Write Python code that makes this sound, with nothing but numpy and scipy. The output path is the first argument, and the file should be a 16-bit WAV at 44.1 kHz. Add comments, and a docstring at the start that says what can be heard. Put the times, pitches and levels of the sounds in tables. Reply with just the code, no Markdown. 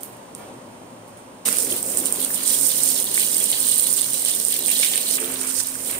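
"""A quiet tiled washroom: low rumble, faint hiss, a far motor's hum, a few ringing drips, a faint squeak.
Then a tap jet falls into a plastic tub of wet clothes: noise snaps make the spatter and wet slaps,
short rising tones make bubbles and gurgles, and ringing filters make the tub wall drum.
Froth surges briefly, and big droplets ring the right one of two small microphone ports near 9 kHz."""
import sys
import numpy as np
from scipy import signal
from scipy.io import wavfile
from scipy.ndimage import uniform_filter1d

SR = 44100
rng = np.random.default_rng(int(sys.argv[2]) if len(sys.argv) > 2 else 0)


def store_pcm(level_fs):
    """Save levels as 16-bit WAV."""
    pcm = np.round(np.clip(level_fs, -1, 1) * 32767).astype(np.int16)
    wavfile.write(sys.argv[1], SR, np.atleast_2d(pcm).T)


N = 264159


def gain_of(db):
    """Turns decibels into amplitude."""
    return 10 ** (np.asarray(db) / 20)


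def evened(x):
    """Scales so that the mean of the channels has rms 1."""
    return x / np.sqrt(np.mean(np.atleast_2d(x).mean(0) ** 2) + 1e-20)


def read(points, hz):
    """Reads a spectrum table at the given frequencies."""
    f, value = np.transpose(points)
    return np.interp(np.log(hz + 1), np.log(f + 1), value)


def follow(table, before=-120.):
    """Reads the columns of a time table, sample by sample."""
    s, *columns = np.transpose(table)
    return [np.interp(np.arange(N) / SR, s, c, left=before) for c in columns]


def colour(x, points):
    """Filters with the gains of a spectrum table; nothing sounds before its cause."""
    hz = abs(np.fft.fftfreq(4096, 1 / SR))
    log_gain = np.log(gain_of(read(points, hz)))
    # the phase that goes with these gains in a causal filter
    response = np.exp(np.conj(signal.hilbert(log_gain)))
    taps = np.fft.ifft(response).real[:2048]
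    taps = taps.reshape((1,) * (x.ndim - 1) + (-1,))
    return signal.oaconvolve(x, taps, axes=-1)[..., :N]


def closed(points):
    """Adds steep ends to a spectrum table."""
    (low_hz, low_db), (high_hz, high_db) = points[0], points[-1]
    return [(low_hz / 3, low_db - 40)] + points + [(high_hz * 3, high_db - 40)]


# Treble lift of the right port's cavity: f/Hz, level/dB
RIGHT_PORT = [(3500, -1), (5500, 6), (7000, 11.5), (8000, 14.5), (8850, 21), (9500, 17), (10500, 9),
              (12000, 4.5), (15500, 1.5)]


def ports(x):
    """The small cavity of the right microphone port lifts the treble."""
    return np.array([x[0], colour(x[1], RIGHT_PORT)])


def spatter(x, points):
    """Gives water hits their colour, as the two ports hear them."""
    return ports(colour(x, points))


def drift(samples):
    """Makes slow random movement of rms 1."""
    smoothed = uniform_filter1d(rng.standard_normal(N), size=samples)
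    return evened(uniform_filter1d(smoothed, size=samples))


# How alike the two sides are: f/Hz, likeness
LIKENESS = [(60, 0.56), (130, 1), (290, 0.89), (640, 0.32), (1410, -0.19), (3100, 0.12), (6820, -1.05),
            (15000, 0.41)]
# How much louder the left side is: f/Hz, level/dB
LEFT_LEAN = [(60, 11.5), (150, 5), (400, 0.5), (800, 1), (2000, -1), (4000, -2.5)]


def wash(points, patchy_db):
    """Makes two-channel noise whose likeness depends on pitch, with drifting loud and soft patches."""
    frames, hz = N // 256 + 5, np.fft.rfftfreq(1024, 1 / SR)
    a, b, c, d, patches = rng.standard_normal((frames, 513, 5)).T
    patches = uniform_filter1d(uniform_filter1d(patches, size=10, axis=0), size=12, axis=1)
    same = np.clip(read(LIKENESS, hz), -1, 1)[:, None]
    left = a + 1j * b
    right = same * left + np.sqrt(1 - same ** 2) * (c + 1j * d)
    z = np.array([left * gain_of(read(LEFT_LEAN, hz))[:, None], right])
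    z *= gain_of(read(closed(points), hz)[:, None] + patchy_db * patches / patches.std())
    return signal.istft(z, nperseg=1024, noverlap=768)[1][:, :N]


def sparse(per_s, spread_db, shape):
    """Picks random instants of scattered size: spread above 0, a few stand out; below 0, a few are weaker."""
    sizes = gain_of(spread_db * np.minimum(rng.exponential(1, shape), 5))
    return sizes * (rng.random(shape) < per_s / SR)


def burst(train, decay_s):
    """Each instant starts a dying envelope."""
    return signal.lfilter([1], [1, -np.exp(-1 / (decay_s * SR))], train)


def crackle(per_s, spread_db, snap_s, bed):
    """Noise breaks up into quick snaps over a steady bed."""
    snaps = evened(burst(sparse(per_s, spread_db, N), snap_s))
    return np.hypot(bed, snaps) * rng.standard_normal((2, N))


def tone(hz, db, waver, wobble):
    """A steady tone wavers in strength and wobbles in phase (wobble in turns)."""
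    turns = hz * np.arange(N) / SR + rng.random() + wobble * drift(samples=2500)
    strength = gain_of(db) * (1 + waver * drift(samples=2000))
    return np.sqrt(2) * strength * np.sin(2 * np.pi * turns)


def bubble(hz, cycles, rise):
    """A small air bubble starts softly, rings briefly and, if rise is above 0, climbs in pitch."""
    u = np.arange(round(4 * cycles / hz * SR)) / SR * hz / cycles
    envelope = (1 - np.exp(-9 * u)) ** 2 * np.exp(-1.5 * u)
    return envelope * np.sin(2 * np.pi * cycles * u * (1 + rise * u))


def place_rings(table, rise):
    """Places short rings at listed moments; the right port hears each one 9 samples later."""
    out = np.zeros((2, N + SR))
    for s, level_db, hz, cycles in table:
        ring = gain_of(level_db) * bubble(hz, cycles, rise)
        at = round(s * SR)
        out[0, at:at + len(ring)] += ring
        out[1, at + 9:at + 9 + len(ring)] += ring
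    return out[:, :N]


# Room air: t/s, rumble level/dB, hiss level/dB
AIR = [(0, -43.5, -49.5), (0.35, -43, -51), (0.43, -40.5, -47), (0.6, -43.5, -51), (1.44, -45.5, -52),
       (2., -44, -49), (3.5, -44.5, -49.5), (5.15, -44.5, -58), (5.25, -65, -45), (5.99, -40.5, -51.5)]
# Deepest rumble: t/s, level/dB
DEEP = [(0, -65), (1.5, -67), (3, -64), (3.8, -61), (4.6, -68), (5.2, -70), (5.99, -57)]
# Tone colour of rumble, hiss and deepest rumble: f/Hz, relative level/dB per Hz
RUMBLE_COLOUR = [(12, -50), (20, -21), (71, -47), (113, -13), (229, 4), (260, 3), (285, 1), (439, -0.5),
                 (472, 0.5), (597, 3), (642, -1), (938, -2.5), (1150, -7), (1350, -18), (1500, -36),
                 (1950, -83), (3300, -120)]
HISS_COLOUR = [(900, -3.5), (1300, -7), (2000, -12), (3200, -13.5), (4500, -20.5), (8000, -29),
               (12000, -30.5), (15500, -26)]
DEEP_COLOUR = [(20, -6), (45, -7), (70, 4), (100, 2), (130, -25.)]


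def air():
    """The room's air is coloured noise: low rumble, faint hiss and a deeper rumble below."""
    rumble_db, hiss_db = follow(AIR)
    rumble = evened(wash(RUMBLE_COLOUR, patchy_db=.5))
    hiss = evened(ports(wash(HISS_COLOUR, patchy_db=.5)))
    deep = evened(wash(DEEP_COLOUR, patchy_db=.5))
    return gain_of(rumble_db) * rumble + gain_of(hiss_db) * hiss + gain_of(follow(DEEP)[0]) * deep


HUM_HZ = 261.8  # the motor's second order
# Far motor: t/s, second order level/dB, other orders level/dB
HUM = [(0, -67, -71), (1.43, -56.5, -59), (1.47, -47, -53), (2.6, -46, -51), (3.1, -51.5, -52.5),
       (3.9, -49.5, -50.5), (4.5, -52.5, -53.5), (4.7, -47.5, -61), (4.95, -52, -58), (5.17, -49, -58),
       (5.21, -41, -65), (5.5, -39, -63), (5.62, -46, -68), (5.99, -44, -62)]
# The other orders: multiple of the second order's pitch, level/dB added to their shared level
HUM_ORDERS = [(.5, -5.), (1.5, -7.), (2, -2.), (4, -13.)]
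# How freely the second order wavers: t/s, strength depth 0-1, phase wobble/turns
LOOSE = [(0, .45, .14), (5.15, .45, .14), (5.21, .08, .04), (5.99, .08, .04)]


def hum():
    """A far motor hums at several multiples of one pitch, each wavering alone."""
    second_db, others_db = follow(HUM)
    waver, wobble = follow(LOOSE, before=0)
    others = sum(tone(k * HUM_HZ, db + others_db, .5, .16) for k, db in HUM_ORDERS)
    return tone(HUM_HZ, second_db, waver, wobble) + others


DRONE_HZ = 114.5
# Lower drone: t/s, level/dB
DRONE = [(0, -57.5), (1.43, -57), (1.47, -64), (3.7, -66), (5.15, -71), (5.25, -60.5), (5.99, -52.5)]


def drone():
    """A single wavering tone drones below the motor's hum."""
    return tone(DRONE_HZ, follow(DRONE)[0], waver=0.5, wobble=0.18)


DRIP_LEAN_DB = -3  # left side against right
TOP_HZ = 10500  # where the top treble begins
# Single drips: t/s, hit level/dB, tail level under the hit/dB, top treble level/dB
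DRIPS = [(.006, -40.5, -4, 0.1), (0.0334, -26, -24, 7), (.046, -39, -20, 3), (.125, -38, -18, -3),
         (.1685, -39, -26, -3), (0.3503, -25.5, -21.5, -5), (0.38, -42, -22, -1), (1.078, -39, -16, -4),
         (1.172, -39.5, -12, -10)]
# Tone colour of a drip: f/Hz, relative level/dB per Hz
DRIP_COLOUR = [(300, -50.), (3000, -13), (6000, -17.5), (9000, -15), (12000, -7), (15500, -5.5)]


def drips(tail_s=0.04):
    """A lone drip makes one sharp snap, then the tiles ring on as fading noise."""
    s, hit_db, tail_db, top_db = np.transpose(DRIPS)
    hits, tails, one = np.zeros((3, 2, N))
    at = np.round(s * SR).astype(int)
    hits[:, at] = gain_of(hit_db) * gain_of([[DRIP_LEAN_DB], [0]])
    tails[:, at] = hits[:, at] * gain_of(tail_db)
    # scale by the response to a single click
    one[:, 0] = 1
    unit = abs(spatter(one, DRIP_COLOUR)[1]).max() / 2
    snaps = burst(hits, 0.00015) + burst(tails, tail_s)
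    out = spatter(hits + snaps * rng.standard_normal((2, N)), DRIP_COLOUR) / unit
    high_pass = signal.firwin(101, TOP_HZ, pass_zero=False, fs=SR)
    top = signal.oaconvolve(out, high_pass[None], "same")
    # each drip's treble setting holds until just before the next drip
    latest = np.maximum(np.searchsorted(at - 100, np.arange(N)) - 1, 0)
    return out + (gain_of(top_db)[latest] - 1) * top


SQUEAK_S, SQUEAK_LENGTH_S = 0.385, 0.065  # full for half this length, then fades over one length
# Tones in the squeak: f/Hz, level/dB
SQUEAK_PARTIALS = [(960, -56), (1190, -57), (1385, -59), (1770, -61), (2070, -67), (2295, -59), (3220, -69)]


def squeak():
    """A faint cluster of wavering tones starts quickly and fades."""
    age = np.arange(N) / SR - SQUEAK_S
    shape = np.clip(age / 0.0043, 0, 1) * np.clip(1.5 - age / SQUEAK_LENGTH_S, 0, 1)
    return shape * sum(tone(hz, db, waver=.3, wobble=.7) for hz, db in SQUEAK_PARTIALS)


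TICK_CYCLES = 3
# Droplets on wet cloth: t/s, level/dB, f/Hz
TICKS = [(1.062, -44, 2500), (1.4795, -19, 1310), (1.4575, -20, 2780), (1.5267, -16, 5900),
         (1.56, -18, 5000), (1.5875, -19, 5600), (1.627, -19, 6000), (1.6883, -23, 3600),
         (1.7118, -13, 6310), (1.9722, -20, 6080), (2.056, -22, 4150), (2.059, -10, 6000),
         (2.1233, -25, 5280), (2.246, -17, 6470), (2.6122, -14, 6430), (3.143, -20, 4520),
         (3.8694, -20, 6030), (4.044, -15, 5970), (4.3987, -8, 6250), (4.7658, -9, 4460),
         (5.182, -13, 2020), (5.2267, -21, 1390), (5.303, -23, 1400), (5.415, -26, 1500),
         (5.4801, -25, 2930), (5.5146, -20, 6400), (5.55, -22, 2000), (5.5636, -16, 5600),
         (5.5959, -11, 6430), (5.6148, -28, 3000), (5.6683, -16, 5810), (5.7116, -29, 2690)]


def ticks():
    """Droplets tick on wet cloth: very short rings of fixed pitch."""
    return place_rings([(*row, TICK_CYCLES) for row in TICKS], rise=0)


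# strong gushes lean to the right, weak flow to the left
USUAL_DB, LEAN_DB, LEAN_PER_DB = -23.5, 1.5, -0.54
RIGHTWARD_S, RIGHTWARD_LEAN_DB = 5.18, -4.5  # from this time the spatter sits further right
# Strength of the falling water: t/s, droplet spatter level/dB, bubble fizz level/dB
FLOW = [(1.4512, -42, -50), (1.454, -27, -45), (1.46, -21, -40), (1.482, -22.5, -39), (1.526, -25, -45),
        (1.579, -23, -41), (1.623, -23.5, -50), (1.651, -24, -51), (1.691, -28.5, -44.5),
        (1.705, -25.5, -38), (1.721, -23.5, -44), (1.749, -27.5, -43), (1.785, -26, -40.5),
        (1.819, -32, -50), (1.835, -29.5, -62), (1.905, -25, -56), (1.955, -28, -53), (1.99, -22.5, -48),
        (2.038, -29.5, -56), (2.064, -23, -40), (2.114, -32, -50), (2.134, -27, -49), (2.184, -30, -42),
        (2.21, -24, -39), (2.24, -23, -39), (2.258, -29, -41), (2.328, -26.5, -61), (2.352, -21, -49),
        (2.362, -27, -39), (2.416, -28, -39), (2.449, -26.5, -37), (2.463, -20, -39), (2.501, -21, -37),
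        (2.587, -22.5, -37.5), (2.621, -20.5, -49), (2.675, -18.5, -42), (2.721, -22.5, -35),
        (2.803, -23.5, -37.5), (2.839, -19.5, -36), (2.924, -22, -39), (2.948, -22.5, -38),
        (3.002, -22.5, -36), (3.02, -22, -36), (3.046, -30, -40), (3.104, -28.5, -41), (3.128, -29, -38),
        (3.148, -22, -37.5), (3.208, -20.5, -33), (3.294, -23.5, -41), (3.321, -22, -38),
        (3.359, -22.5, -38.5), (3.393, -22, -36), (3.451, -21.5, -41.5), (3.473, -23.5, -39),
        (3.511, -24.5, -35), (3.553, -26, -34.5), (3.601, -23, -39), (3.677, -21, -33), (3.748, -21.5, -35),
        (3.79, -21, -36), (3.81, -22, -35.5), (3.888, -23, -37.5), (3.938, -21.5, -44.5),
        (3.998, -23, -33.5), (4.084, -26.5, -46), (4.154, -24, -37), (4.189, -26, -42), (4.235, -28, -39),
        (4.259, -23.5, -36), (4.293, -21.5, -31.5), (4.335, -26, -38), (4.387, -25.5, -39.5),
        (4.437, -25.5, -41.5), (4.459, -24, -46), (4.509, -25, -35.5), (4.585, -27.5, -36),
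        (4.634, -29, -40.5), (4.678, -22.5, -38), (4.702, -25, -40), (4.714, -21.5, -33),
        (4.778, -22.5, -32), (4.818, -20, -30.5), (4.858, -21.5, -30), (4.902, -22, -34.5),
        (4.95, -23.5, -33.5), (5.006, -25.5, -34.5), (5.052, -27, -38.5), (5.107, -23, -34.5),
        (5.161, -20, -37), (5.177, -29, -40), (5.187, -32.5, -49), (5.207, -27, -51), (5.379, -29, -41),
        (5.417, -27, -47), (5.457, -29, -54), (5.487, -25, -42), (5.522, -27.5, -51), (5.576, -22.5, -60),
        (5.596, -26.5, -57), (5.656, -31.5, -42), (5.678, -28.5, -50), (5.74, -33, -56), (5.762, -30, -65),
        (5.828, -30, -56), (5.884, -25.5, -40), (5.987, -30.5, -52)]
# Extra coarse droplets in the spatter: t/s, level/dB
COARSE = [(1.45, 5.5), (1.9, 0), (2.1, 2), (2.3, 0), (2.5, 5), (3.3, 3.5), (3.85, 1), (4.1, 4.5), (5.15, 4),
          (5.3, 2), (5.55, 7), (5.575, 11), (5.605, 16), (5.62, 7), (5.99, -2)]
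# Three droplet sizes, coarse to fine, in overlapping bands: f/Hz, level/dB
SIZES = [
    [(5500, 0.), (9000, -15.)],
    [(5000, -15.), (7500, 0.), (10500, 0.), (14000, -12.)],
    [(9000, -15.), (12500, 0.)],
]
# Tone colour of the spatter: f/Hz, relative level/dB per Hz
SPRAY_COLOUR = [(1500, -14.5), (3000, -16.5), (5000, -7), (7000, -4.5), (9000, -3.5), (11000, -1),
                (13500, 1.5), (15500, 3)]


def spray(per_s=300, spread_db=-0.5, snap_s=0.0021, own_db=-3.0, mist_db=0.5, patchy_db=0.92):
    """Droplets snap near both ports or near one, as noise bursts over a mist of fine ones."""
    level_db = follow(FLOW)[0]
    lean_db = LEAN_DB + LEAN_PER_DB * (level_db - USUAL_DB)
    lean_db += RIGHTWARD_LEAN_DB * (np.arange(N) > RIGHTWARD_S * SR)
    out = np.zeros((2, N))
    for band, share_db in zip(SIZES, (follow(COARSE, before=0)[0], 0, 0)):
        both = burst(sparse(per_s, spread_db, N), snap_s)
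        near = burst(sparse(per_s, spread_db, (2, N)), snap_s)
        snaps = np.hypot(both, gain_of(own_db) * near)
        envelope = np.hypot(snaps / np.sqrt(np.mean(snaps ** 2)), gain_of(mist_db))
        swing_db = share_db + patchy_db * drift(samples=700)  # each size comes and goes alone
        out += gain_of(swing_db) * colour(envelope * rng.standard_normal((2, N)), band)
    out = evened(spatter(out, [(300, -44.0)] + SPRAY_COLOUR))
    left_gain = gain_of(np.clip(lean_db, -12, 12))
    return out * gain_of(level_db) * np.array([left_gain, np.ones(N)])


# Tone colour of the bubbles: f/Hz, relative level/dB
FIZZ_COLOUR = [(1800, -9), (2500, -13), (2900, 5.5), (3500, 3), (4100, 6.5), (4600, 2), (5100, -9),
               (6500, -14)]


def fizz(per_s=60, spread_db=1.0, cycles=13.0, rise=0.0046, froth_db=3.3, swarm_db=3.5):
    """Swarms of bubbles of sixteen sizes ring over froth that bursts in clumps."""
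    swarms = np.zeros((2, N))
    for hz in np.geomspace(1800, 6500, num=16):
        # each size swarms alone
        train = sparse(per_s, spread_db, N) * gain_of(swarm_db * drift(samples=900))
        late = rng.integers(-25, 25)  # path difference to the two ports, samples
        ring = signal.oaconvolve(train, bubble(hz, cycles, rise))[:N]
        ring *= gain_of(read(FIZZ_COLOUR, hz))
        swarms += [ring, np.roll(ring, late)]
    clumps = crackle(per_s=180, spread_db=-3.5, snap_s=.004, bed=.8)
    froth = colour(clumps, closed(FIZZ_COLOUR))
    mixed = evened(ports(evened(swarms) + gain_of(froth_db) * evened(froth)))
    return gain_of(follow(FLOW)[1]) * mixed


# Where the jet lands: t/s, slap on wet cloth level/dB, tub drumming level/dB
LANDING = [(1.455, -38, -37.5), (1.58, -47.5, -41), (1.67, -47.5, -40), (1.73, -47, -34.5),
           (1.78, -46.5, -40.5), (1.95, -45.5, -39.5), (2.2, -46.5, -40.5), (2.3, -44.5, -44.5),
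           (3.0, -58, -42), (4.1, -50, -48.5), (4.7, -56, -43.5), (5.15, -46.5, -42), (5.22, -40.5, -38),
           (5.4, -42, -41.5), (5.62, -50.5, -47.5), (5.99, -43, -45)]
# Tone colour of the slap: f/Hz, relative level/dB per Hz
SLAP_COLOUR = [(600, -26), (1000, -3.5), (1400, -1), (1900, -1), (2400, 0), (3200, 0)]


def slap(swing_db=1.5):
    """The jet slaps wet cloth: noise with many quick snaps that comes and goes at random."""
    snaps = evened(burst(sparse(per_s=260, spread_db=2.5, shape=N), .0015))
    cloth = wash(SLAP_COLOUR, patchy_db=1.5)
    swinging = cloth * np.hypot(.9, snaps) * gain_of(swing_db * drift(samples=2500))
    return gain_of(follow(LANDING)[0]) * evened(swinging)


# Pitches at which the tub wall rings: f/Hz, width/Hz, relative level/dB
TUB_MODES = [(204, 27, -3), (351, 15, -0.5), (395, 25, 1), (503, 42, 2.8), (607, 14, -2.5)]


def tub_modes():
    """The stream shakes the plastic wall, which rings at its own pitches."""
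    out = np.zeros(N)
    for hz, width_hz, db in TUB_MODES:
        r = np.exp(-np.pi * width_hz / SR)
        feedback = [1, -2 * r * np.cos(2 * np.pi * hz / SR), r * r]
        out += gain_of(db) * evened(signal.lfilter([1], feedback, rng.standard_normal(N)))
    return evened(out)


# Tone colour of the drumming: f/Hz, relative level/dB per Hz
TUB_COLOUR = [(45, -48), (80, -18), (130, -32), (205, -1), (295, -6), (352, -1.5), (415, -1.5), (445, -7),
              (500, 6.5), (570, -17), (610, -2.5), (700, -7), (1100, -18.5), (1500, -36)]


def tub(modes_db=-3, swing_db=1.):
    """The tub drums: low noise and the ringing wall come and go at random."""
    wall = evened(wash(TUB_COLOUR, patchy_db=0.5)) + gain_of(modes_db) * tub_modes()
    swinging = evened(wall * gain_of(swing_db * drift(samples=2500)))
    return gain_of(follow(LANDING)[1]) * swinging


def lesser_drops(per_s=120, over_spatter_db=2.5, spread_db=2, snap_db=-18):
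    """Makes more drops at random moments, their strength following the spatter around them."""
    at = np.flatnonzero(rng.random(N) < per_s / SR)
    ring_db = (follow(FLOW)[0] + over_spatter_db + spread_db * rng.standard_normal(N))[at]
    return list(zip(at / SR, ring_db, ring_db + snap_db))


RING_HZ, RING_SCATTER, RING_CYCLES = 8960, 0.034, 11.5  # scatter is a share of the pitch
SPLASH_DB = -21.5  # against the ring
# The biggest droplets: t/s, ring level at the right port/dB, treble snap level/dB
DROPS = [(1.4566, -8, -23), (1.4634, -12, -18), (1.4798, -10, -16), (1.4877, -2, -20), (1.5284, -1.5, -29),
         (1.5691, -7, -30), (1.5856, 0, -19), (1.6271, -8, -18), (1.6767, -13, -36), (1.7137, -13, -26),
         (1.7267, -5.5, -25), (1.7643, -14, -16), (1.8287, -5, -25), (1.973, 0.5, -25), (1.9831, -7, -20),
         (2.0013, -14, -34), (2.0572, -2, -24), (2.0646, -4, -36), (2.069, -14, -34), (2.1253, -0.5, -28),
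         (2.2038, -9, -17), (2.2167, -9, -30), (2.229, -7, -21), (2.2483, -2, -20), (2.345, -7, -20),
         (2.359, -13, -21), (2.467, -15, -25), (2.4732, -10, -31), (2.507, -6, -29), (2.5433, -4.5, -19),
         (2.5725, -14, -31), (2.588, -7, -20), (2.6125, -4, -15), (2.638, -10, -28), (2.6448, -15, -30),
         (2.6533, -9, -18), (2.666, -5, -29), (2.6723, -7, -19), (2.6777, -16, -19), (2.6918, -11, -21),
         (2.7062, -11, -27), (2.8346, 1, -20), (2.8419, -16, -29), (2.854, -9, -29), (2.8601, -6, -19),
         (2.8739, -16, -17), (2.878, -5, -20), (2.8895, -4, -18), (2.9037, -6, -18), (2.9643, -7, -22),
         (2.9764, -10, -17), (3.0016, -4.5, -23), (3.026, -10, -32), (3.0426, -12, -14), (3.116, -11, -26),
         (3.1437, -6, -18), (3.1706, -5, -32), (3.1976, -3.5, -13), (3.2279, -11, -11), (3.2634, -8, -21),
         (3.2868, -10, -29), (3.3154, -8, -31), (3.3288, -9, -15), (3.3383, -21, -18), (3.3449, -9, -30),
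         (3.3683, -3, -21), (3.3818, -10, -13), (3.4413, -1, -22), (3.4579, -7, -20), (3.5037, -2, -31),
         (3.516, -4, -13), (3.6036, -5, -29), (3.6292, -9, -13), (3.669, -4, -28), (3.687, -3, -21),
         (3.6981, -6, -28), (3.7176, -1, -19), (3.7335, -13, -29), (3.7418, -6, -30), (3.7592, -5, -15),
         (3.7805, -2, -12), (3.7863, -6, -16), (3.7965, -2, -27), (3.808, -18, -10), (3.824, -4, -20),
         (3.8309, -3, -19), (3.84, -6, -18), (3.8706, -2, -18), (3.9157, -8, -29), (3.9282, 0, -30),
         (3.937, -2, -31), (3.9681, -5, -32), (3.9944, -11, -18), (4.0118, -2, -32), (4.0174, 0.5, -20),
         (4.044, -6, -34), (4.134, -5, -32), (4.1421, -5, -20), (4.25, -1.5, -24), (4.285, -5, -22),
         (4.3337, -11, -32), (4.3505, -10, -17), (4.3624, -8, -18), (4.4002, -4.5, -22), (4.4507, 2, -32),
         (4.4845, -5.5, -17), (4.523, -4, -17), (4.5418, -5, -28), (4.5644, -15, -10), (4.591, -23, -12),
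         (4.6358, -15, -24), (4.6499, -11, -31), (4.6614, -1, -32), (4.668, -7, -16), (4.6827, -4, -22),
         (4.7021, -1, -20), (4.714, -6, -12), (4.791, -4, -31), (4.799, -4, -19), (4.813, -6, -20),
         (4.8468, -4, -20), (4.8527, -10, -17), (4.861, -9, -18), (4.8804, -13, -28), (4.9583, -2.5, -33),
         (4.9668, -9, -24), (4.978, -2, -17), (5.0146, -10, -24), (5.111, -4, -30), (5.1693, -12, -25),
         (5.2039, -10, -34), (5.2593, -12, -37), (5.3416, -11, -35), (5.414, -8, -26), (5.5223, -13, -28),
         (5.5418, -8, -37), (5.5656, -8, -24), (5.5889, -11, -24), (5.5962, -8, -34), (5.6032, -6, -36),
         (5.6363, -9, -35), (5.67, -16, -16), (5.6859, -11.5, -28), (5.7542, -11, -38), (5.9131, -12, -19)]
# Tone colour of the snap: f/Hz, relative level/dB per Hz
SNAP_COLOUR = [(300, -50.), (3000, -41), (6000, -30), (9000, -27), (12000, -5), (15500, -13)]


def drops(snap_s=0.0018, tail_s=0.0017):
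    """A droplet sets the right port ringing, snaps in the treble and leaves a short splash."""
    rings, snaps, tails = np.zeros(N + SR), np.zeros(N), np.zeros(N)
    rows = list(DROPS) + lesser_drops()
    pitches_hz = RING_HZ * (1 + RING_SCATTER * rng.standard_normal(len(rows)))
    for hz, (s, ring_db, snap_db) in zip(pitches_hz, rows):
        ring = bubble(hz, RING_CYCLES, 0)
        at = max(round(s * SR) - 14, 0)  # early, to leave room for the soft start
        rings[at:at + len(ring)] += gain_of(ring_db) * ring / ring.max()
        snaps[at] = gain_of(snap_db)
        tails[at] = gain_of(ring_db + SPLASH_DB)
    snap = colour(rng.standard_normal((2, N)), SNAP_COLOUR)
    splash = spatter(rng.standard_normal((2, N)), [(300, -79.0)] + SPRAY_COLOUR)
    envelopes = [burst(snaps, snap_s), burst(tails, tail_s)]
    snaps, tails = uniform_filter1d(envelopes, size=24, origin=11)  # soft start
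    out = snaps * snap / snap.std() + tails * evened(splash)
    out[1] += rings[:N]
    return out


SURGE_T60_S = 0.33  # time to fall by 60 dB
# Surges of the jet into deeper water: t/s, starting level/dB
SURGES = [(1.4561, -35), (1.4774, -55), (3.177, -37), (3.196, -50), (3.402, -38), (3.529, -39),
          (4.5096, -39.5), (4.683, -32), (4.828, -29), (4.9334, -32.5), (5.179, -49)]
# Tone colour of a surge: f/Hz, relative level/dB per Hz
SURGE_COLOUR = [(700, -19), (1300, -14), (1900, 1), (2600, 6.5), (3400, 1.5), (5000, -50)]


def surges():
    """Each surge is a quick, dying rush of deeper-voiced froth."""
    t, envelope = np.arange(N) / SR, np.zeros(N)
    for s, start_db in SURGES:
        age = np.maximum(t - s, 0)
        envelope += gain_of(start_db - 60 * age / SURGE_T60_S) * (1 - np.exp(-age / 0.00028))
    froth = crackle(per_s=95, spread_db=4.5, snap_s=0.0036, bed=1.0)
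    return envelope * evened(colour(froth, SURGE_COLOUR))


# Low gurgles in the tub: t/s, level/dB, starting f/Hz, cycles (more ring longer)
GURGLES = [(1.46, -31, 215, 15), (1.479, -27, 458, 6.4), (1.637, -24, 477, 4.5), (1.712, -23.5, 350, 8.9),
           (1.739, -47, 530, 7.5), (1.876, -26, 510, 6), (1.945, -29, 370, 4), (2.012, -27, 300, 3.7),
           (1.979, -31, 596, 6.2), (2.049, -33, 510, 9.5), (2.18, -29, 430, 9.1), (2.35, -27, 229, 3),
           (2.509, -29, 513, 14), (4.796, -22.5, 510, 4.3), (5.14, -35, 513, 11), (5.195, -29.5, 437, 44),
           (5.205, -32, 344, 28), (5.39, -36, 384, 23), (5.565, -31.5, 510, 12)]


def gurgles():
    """Low bubbles gurgle in the tub, rising slightly in pitch."""
    return place_rings(GURGLES, rise=0.0079)


PLOP_CYCLES = 4
# Plops of larger bubbles: t/s, level/dB, starting f/Hz
PLOPS = [(1.479, -19, 3840), (1.7226, -10.5, 3100), (2.2019, -18, 4100), (2.304, -16, 1760),
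         (2.504, -12, 4200), (2.9628, -12, 4000), (3.1771, -5.5, 2070), (3.1962, -19, 4230),
         (3.528, -10, 3040), (3.9935, -16, 4100), (4.0436, -15, 4230), (4.259, -11, 3200),
         (4.6883, -16, 3110), (4.834, -9, 2160), (4.8474, -13, 4120), (4.9362, -9, 3320),
         (5.1835, -21.5, 1260), (5.2447, -13, 3370), (5.3585, -17, 3500), (5.755, -22, 1550)]


def plops():
    """Single larger bubbles stand out of the fizz, rising slightly in pitch."""
    return place_rings([(*row, PLOP_CYCLES) for row in PLOPS], rise=0.0062)


def scene():
    """Adds room, motor, drips and falling water together."""
    room = air() + hum() + drone() + drips() + squeak()
    jet = spray() + fizz() + slap() + tub() + surges()
    return room + jet + drops() + ticks() + gurgles() + plops()


EDGE_HZ = 15620


def record(dry):
    """The converter clips the loudest peaks; then the highest treble is cut off."""
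    edge = signal.firwin(401, EDGE_HZ, window=("kaiser", 8), fs=SR)
    return signal.oaconvolve(np.clip(dry, -.82, .82), edge[None], "same")


dry = scene()
out = record(dry)
store_pcm(out)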